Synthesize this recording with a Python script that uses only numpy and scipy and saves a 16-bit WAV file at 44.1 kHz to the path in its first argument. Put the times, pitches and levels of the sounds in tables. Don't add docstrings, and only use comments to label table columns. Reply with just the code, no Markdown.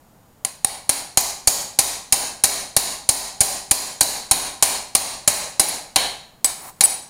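import sys
import numpy as np
from scipy import signal
from scipy.fft import irfft
from scipy.io import wavfile

SR = 44100
rng = np.random.default_rng(int(sys.argv[2]) if len(sys.argv) > 2 else 0)


def log_audio(samples):
    frames = np.atleast_2d(samples).T
    limited = np.clip(frames, -1, 1)
    pcm = np.round(limited * 32767).astype(np.int16)
    wavfile.write(sys.argv[1], SR, pcm)


N = 312713
AGE = np.arange(32768) / SR
BINS = np.fft.rfftfreq(8192, 1 / SR)


def amp(db):
    return 10 ** (np.asarray(db) / 20)


def unit(x):
    return x / np.sqrt(np.mean(x ** 2) + 1e-20)


def read(points, hz):
    point_hz, value = np.transpose(points)
    return np.interp(np.log(hz + 1), np.log(point_hz + 1), value)


def add(mix, start_s, sound):
    part = mix[round(start_s * SR):][:len(sound)]
    part += sound[:len(part)]


def dying(t, t60_s):
    return np.exp(-np.log(1000) * t / t60_s)


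def colour(x, gain):
    log_gain = np.log(np.r_[gain, gain[-2:0:-1]] + 1e-6)
    taps = np.fft.ifft(np.exp(np.conj(signal.hilbert(log_gain)))).real
    return signal.fftconvolve(x, taps[:len(gain) // 2])[:len(x)]


def ring(modes):
    return sum(amp(level_db) * dying(AGE, t60_s) * np.sin(2 * np.pi * pitch_hz * AGE)
               for pitch_hz, level_db, t60_s in modes)


# [dB, relative]
HUSH_COLOUR = [(25, 0), (60, 0), (150, 3), (240, 0), (350, -7), (780, -4), (1300, -12), (2500, -21),
               (6000, -23), (10000, -21), (16000, -25)]
# [dB, peak]
WHINE_TONES = [(6850, -72), (13720, -70)]
HUSH_DB = -53.5


def hush():
    t = np.arange(N) / SR
    whine = sum(amp(level_db) * np.sin(2 * np.pi * pitch_hz * t) for pitch_hz, level_db in WHINE_TONES)
    air = unit(colour(rng.standard_normal(N), amp(read(HUSH_COLOUR, BINS))))
    return amp(HUSH_DB) * air + whine


# pitch_hz [Hz], t60_s [s]
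ROOM_DECAY = [(100, .6), (800, .56), (2000, .52), (4200, .51), (7000, .48), (9500, .43), (12000, .37),
              (16000, .34)]


def room_tail(sustain, build_s=0.0029):
    hz, t, bands = signal.stft(sustain, SR, nperseg=256)
    decay = dying(t, read(ROOM_DECAY, hz)[:, None])
    tail = signal.istft(bands * decay, SR)[1][:len(AGE)]
    return tail * (1 - np.exp(-AGE / build_s))


# [dB, relative]
BODY_RESONANCES = [(243, 143, -9), (638, 125, -1.5), (783, 92, 4.5), (1004, 136, 0.5), (1660, 280, -8),
                   (2254, 370, -3.5), (3360, 220, -5), (4070, 330, 0), (4260, 570, 0.5), (4570, 650, -0.5),
                   (5820, 870, 0), (6780, 230, 5.5), (7570, 770, 1), (9226, 254, 7.5), (9600, 550, 6),
                   (11240, 1200, -2.5), (12700, 520, -9), (14300, 1200, -3)]


def body_gain(hollow_hz=3480, hollow_width_hz=190, hollow_db=-6):
    power = 0
    for pitch_hz, width_hz, level_db in BODY_RESONANCES:
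        offset = (BINS - pitch_hz) / (0.96 * width_hz)
        power = power + amp(level_db) ** 2 / (1 + offset ** 2) ** 1.42
    hollow = amp(hollow_db * np.exp(-((BINS - hollow_hz) / hollow_width_hz) ** 2))
    return unit(np.sqrt(power) * hollow)


# [dB, rms of the rub at that moment]
SLIDE_LEVEL = [(6.55, -49), (6.62, -39), (6.695, -37), (6.73, -57), (6.8, -55)]


def slide():
    time_s, level_db = np.transpose(SLIDE_LEVEL)
    level = amp(np.interp(np.arange(N) / SR, time_s, level_db, left=-120, right=-120))
    rub_db = read([(200, 11), (600, 5), (930, 9.5), (1300, 10), (4200, -8.5), (9000, -3.5), (14000, 2.5)],
                  BINS)
    return level * unit(colour(rng.standard_normal(N), body_gain() * amp(rub_db)))


# [s, until it is damped]
STEEL_MODES = [(4829, -6, .2), (8005, -1, .2), (9570, -3, .12), (11050, -1, .15), (13310, -7, .15),
               (14390, -9, .15)]


def chink(level_db, held_s, centre_hz, spread_hz=900, room_db=-45, linger_db=-39):
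    modes = []
    for pitch_hz, mode_db, t60_s in STEEL_MODES:
        weight_db = -19 * (1 - np.exp(-((pitch_hz - centre_hz) / spread_hz) ** 2))
        modes.append((pitch_hz, mode_db + weight_db, t60_s))
    tick = amp(-10) * rng.standard_normal(len(AGE)) * dying(AGE, 0.015)
    damping = dying(np.maximum(AGE - held_s, 0), 0.013)
    direct = (ring(modes) + tick) * damping
    linger = ring([(pitch_hz, mode_db, .45) for pitch_hz, mode_db, _ in STEEL_MODES])
    echoes = signal.fftconvolve(direct, room_tail(rng.standard_normal(len(AGE))))[:len(AGE)]
    return amp(level_db) * (direct + amp(linger_db) * linger + amp(room_db) * echoes)


def small_modes(pitches_hz, spread_db=5):
    size = amp(spread_db * rng.standard_normal(len(pitches_hz)))
    phase = np.exp(2j * np.pi * rng.random(len(pitches_hz)))
    spectrum = np.zeros(len(AGE) // 2 + 1, complex)
    spectrum[(pitches_hz * len(AGE) / SR).astype(int)] = size * phase
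    return unit(irfft(spectrum))


def ripple(depth_db=1.5, size=61):
    smooth = np.convolve(rng.standard_normal(len(BINS)), np.hanning(size), "same")
    return amp(depth_db * unit(smooth))


# pitch_hz [Hz], level_db [dB of change]
FREED_COLOUR = [(800, 2), (2200, 3), (3300, 9), (4300, 5), (4900, 0), (9300, -3)]
FREE_S = 5.96
WHEEL_DB, AXLE_DB, TREBLE_DB = 0.6, -0.04, -0.5
GLANCING_ARM_DB = 2.5


def parts_gain(start_s, aim, shake_db):
    wheel_db, axle_db, treble_db = shake_db + WHEEL_DB, shake_db + AXLE_DB, shake_db + TREBLE_DB
    arm_db = shake_db + GLANCING_ARM_DB * (1 - aim)
    parts_db = read([(700, wheel_db), (1100, wheel_db), (1600, arm_db), (2700, arm_db),
                     (3200, axle_db), (4350, axle_db), (4900, 0), (7800, 0),
                     (9300, treble_db), (12000, 0)], BINS)
    breaks_free = abs(start_s - FREE_S) < .1
    return amp(parts_db + breaks_free * read(FREED_COLOUR, BINS))


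# [s, at 0 dB force]
PING_MODES = [(1, -1.5, 0.03), (1.035, -23, 0.02), (.745, -22.5, 0.035)]
GLANCING_PING_HZ, CENTRED_PING_HZ = 9926, 9108
GLANCING_PING_DB, CENTRED_PING_DB = -8.5, 13


def ping(force_db, aim):
    ping_hz = GLANCING_PING_HZ + aim * (CENTRED_PING_HZ - GLANCING_PING_HZ)
    ping_db = GLANCING_PING_DB + aim * (CENTRED_PING_DB - GLANCING_PING_DB)
    shorter = amp(0.15 * force_db)
    return amp(ping_db) * ring([(ping_hz * ratio, level_db, t60_s * shorter)
                                for ratio, level_db, t60_s in PING_MODES])


# pitch_hz [Hz], level_db [dB]
CRACK_COLOUR = [(60, -11), (300, 1), (800, -7.5), (1400, -3.5), (4200, -2.5), (7000, 0), (9500, 0.5),
                (12400, 1.5), (13400, -24.5), (16000, -17.5)]


def crack(force_db, jolt_s):
    swell = np.where(AGE < jolt_s, .3, 1) * dying(np.maximum(AGE - jolt_s, 0), 0.051 * amp(0.36 * force_db))
    for late_s in rng.uniform(0.015, 0.04, size=3):
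        tick = (AGE > late_s) * dying(abs(AGE - late_s), 0.025) * dying(late_s, 0.16)
        swell = swell + amp(-12.5 + .4 * force_db) * tick
    return colour(rng.standard_normal(len(AGE)) * swell, amp(read(CRACK_COLOUR, BINS)))


# pitch_hz [Hz, nominal], level_db [dB, nominal], t60_s [s]
FRAME_MODES = [(42, -34, 0.61), (98.2, -30, 0.24), (248, -33, 0.43), (283, -31.5, 0.38),
               (393.4, -33.5, 0.54), (437, -27, 0.23), (568, -32, 0.44), (586, -27, 0.35), (674, -25, 0.39),
               (738, -34, 0.35), (788, -24, 0.26), (818, -27, 0.33), (838, -30.5, 0.59), (960, -28, 0.44),
               (1008, -29, 0.4), (1068, -30.5, 0.47), (1634, -39, 0.69), (1915, -36.5, 0.64),
               (2310, -36, 0.35), (4060, -36, 0.23), (4210, -34, 0.17), (4850, -28, 0.4),
               (6260, -34.5, 0.17), (9900, -33, 0.33)]


def frame_ring():
    modes = [(pitch_hz * (1 + .002 * rng.standard_normal()), level_db + 3 * rng.standard_normal(), t60_s)
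             for pitch_hz, level_db, t60_s in FRAME_MODES]
    return ring(modes) * (1 - np.exp(-AGE / .004))


def thud():
    u = (AGE - .0052) / 0.0025
    return (1 - 0.73 * u ** 2) * np.exp(-u ** 2 / 2)


# pitch_hz [Hz], level_db [dB, before force and shake], t60_s [s]
KNOCK_MODES = [(788.6, -5, 0.087), (634, -21, 0.074), (2325, -10, 0.056)]
JOLT_S, JOLT_GROWTH = 0.0022, 0.85
CENTRED_THUD_DB = -3.5
FRAME_SHARE = 0.7


def blow(mix, pitches_hz, start_s, force_db, aim, shake_db):
    jolt_s = JOLT_S * amp(JOLT_GROWTH * force_db)
    force = amp(force_db)
    shake = amp(FRAME_SHARE * (shake_db + WHEEL_DB))
    gain = body_gain() * parts_gain(start_s, aim, shake_db) * ripple()
    add(mix, start_s, ping(force_db, aim))
    direct = amp(12.5 - 0.29 * force_db) * crack(force_db, jolt_s)
    sustain = amp(-5.5) * rng.standard_normal(len(AGE)) + amp(-15.5) * small_modes(pitches_hz)
    add(mix, start_s, force * colour(direct + room_tail(sustain), gain))
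    add(mix, start_s + jolt_s, force * shake * ring(KNOCK_MODES))
    add(mix, start_s, force * (aim * amp(CENTRED_THUD_DB) * thud() + shake * frame_ring()))


# [Hz, of the ring]
CHINK_EVENTS = [(1.206, -7, .008, 13300), (5.686, -8, .012, 11400), (6.4455, 0, .017, 10100),
                (6.449, -7, .014, 8100), (6.454, -12, .010, 13700), (6.8376, 9, .012, 9650),
                (6.8497, -2, .008, 8100), (6.8502, -2, .008, 11200), (6.857, 0, .003, 12200)]
# [dB, of the whole assembly]
HAMMER_BLOWS = [(0.449, -27.5, .04, 2), (0.6462, -18.5, 0.76, 5.5), (0.893, -11.5, 0.54, 2),
                (1.1728, -4, .48, -2.5), (1.4731, -1.5, 0.93, -3), (1.7887, -2.5, 0.48, -1),
                (2.1236, -4, 0.66, 1.1), (2.4376, -1.5, 0.52, 0.5), (2.765, -2.5, 0.87, 1),
                (3.09, -1, 0.93, -1), (3.4057, -1.5, 1, -1), (3.711, -1.5, 0.9, 0),
                (4.0085, -1.5, 0.7, -0.5), (4.3114, -3, 0.88, 2.5), (4.6247, -2.5, 0.26, 1),
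                (4.9507, -3, 0.54, 3), (5.2763, -2, 0.12, 0.5), (5.5963, -3, 0.51, 1),
                (5.9597, -9, 0.41, 3), (6.4448, -17, .03, 1), (6.808, -10, .03, 0.5)]


def scene():
    mix = hush() + slide()
    pitches_hz = np.linspace(1200, 15500, 170) + rng.uniform(-40, 40, 170)
    for event in HAMMER_BLOWS:
        blow(mix, pitches_hz, *event)
    for start_s, *settings in CHINK_EVENTS:
        add(mix, start_s, chink(*settings))
    return mix[None]


CEILING, EDGE_HZ = .64, 15850
ATTACK_S = 0.00049


def record(dry, knee_db=-4, recover_db_per_s=88):
    x = dry[0]
    power = signal.lfilter(np.ones(64) / 64, 1, x ** 2)
    over_db = np.maximum(10 * np.log10(abs(power) + 1e-12) - knee_db, 0)
    fall_db = np.arange(N) * recover_db_per_s / SR
    held_db = np.maximum.accumulate(over_db + fall_db) - fall_db
    smoothing = np.exp(-1 / (ATTACK_S * SR))
    duck_db = signal.lfilter([1 - smoothing], [1, -smoothing], held_db)
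    ducked = x / amp(duck_db)
    fine = signal.resample_poly(ducked, 3, 1)
    flattened = signal.resample_poly(np.clip(fine, -CEILING, CEILING), 1, 3)
    lowpass = signal.firwin(201, EDGE_HZ, window=("kaiser", 8), fs=SR)
    return signal.oaconvolve(flattened, lowpass, "same")[None]


dry = scene()
out = record(dry)
log_audio(out)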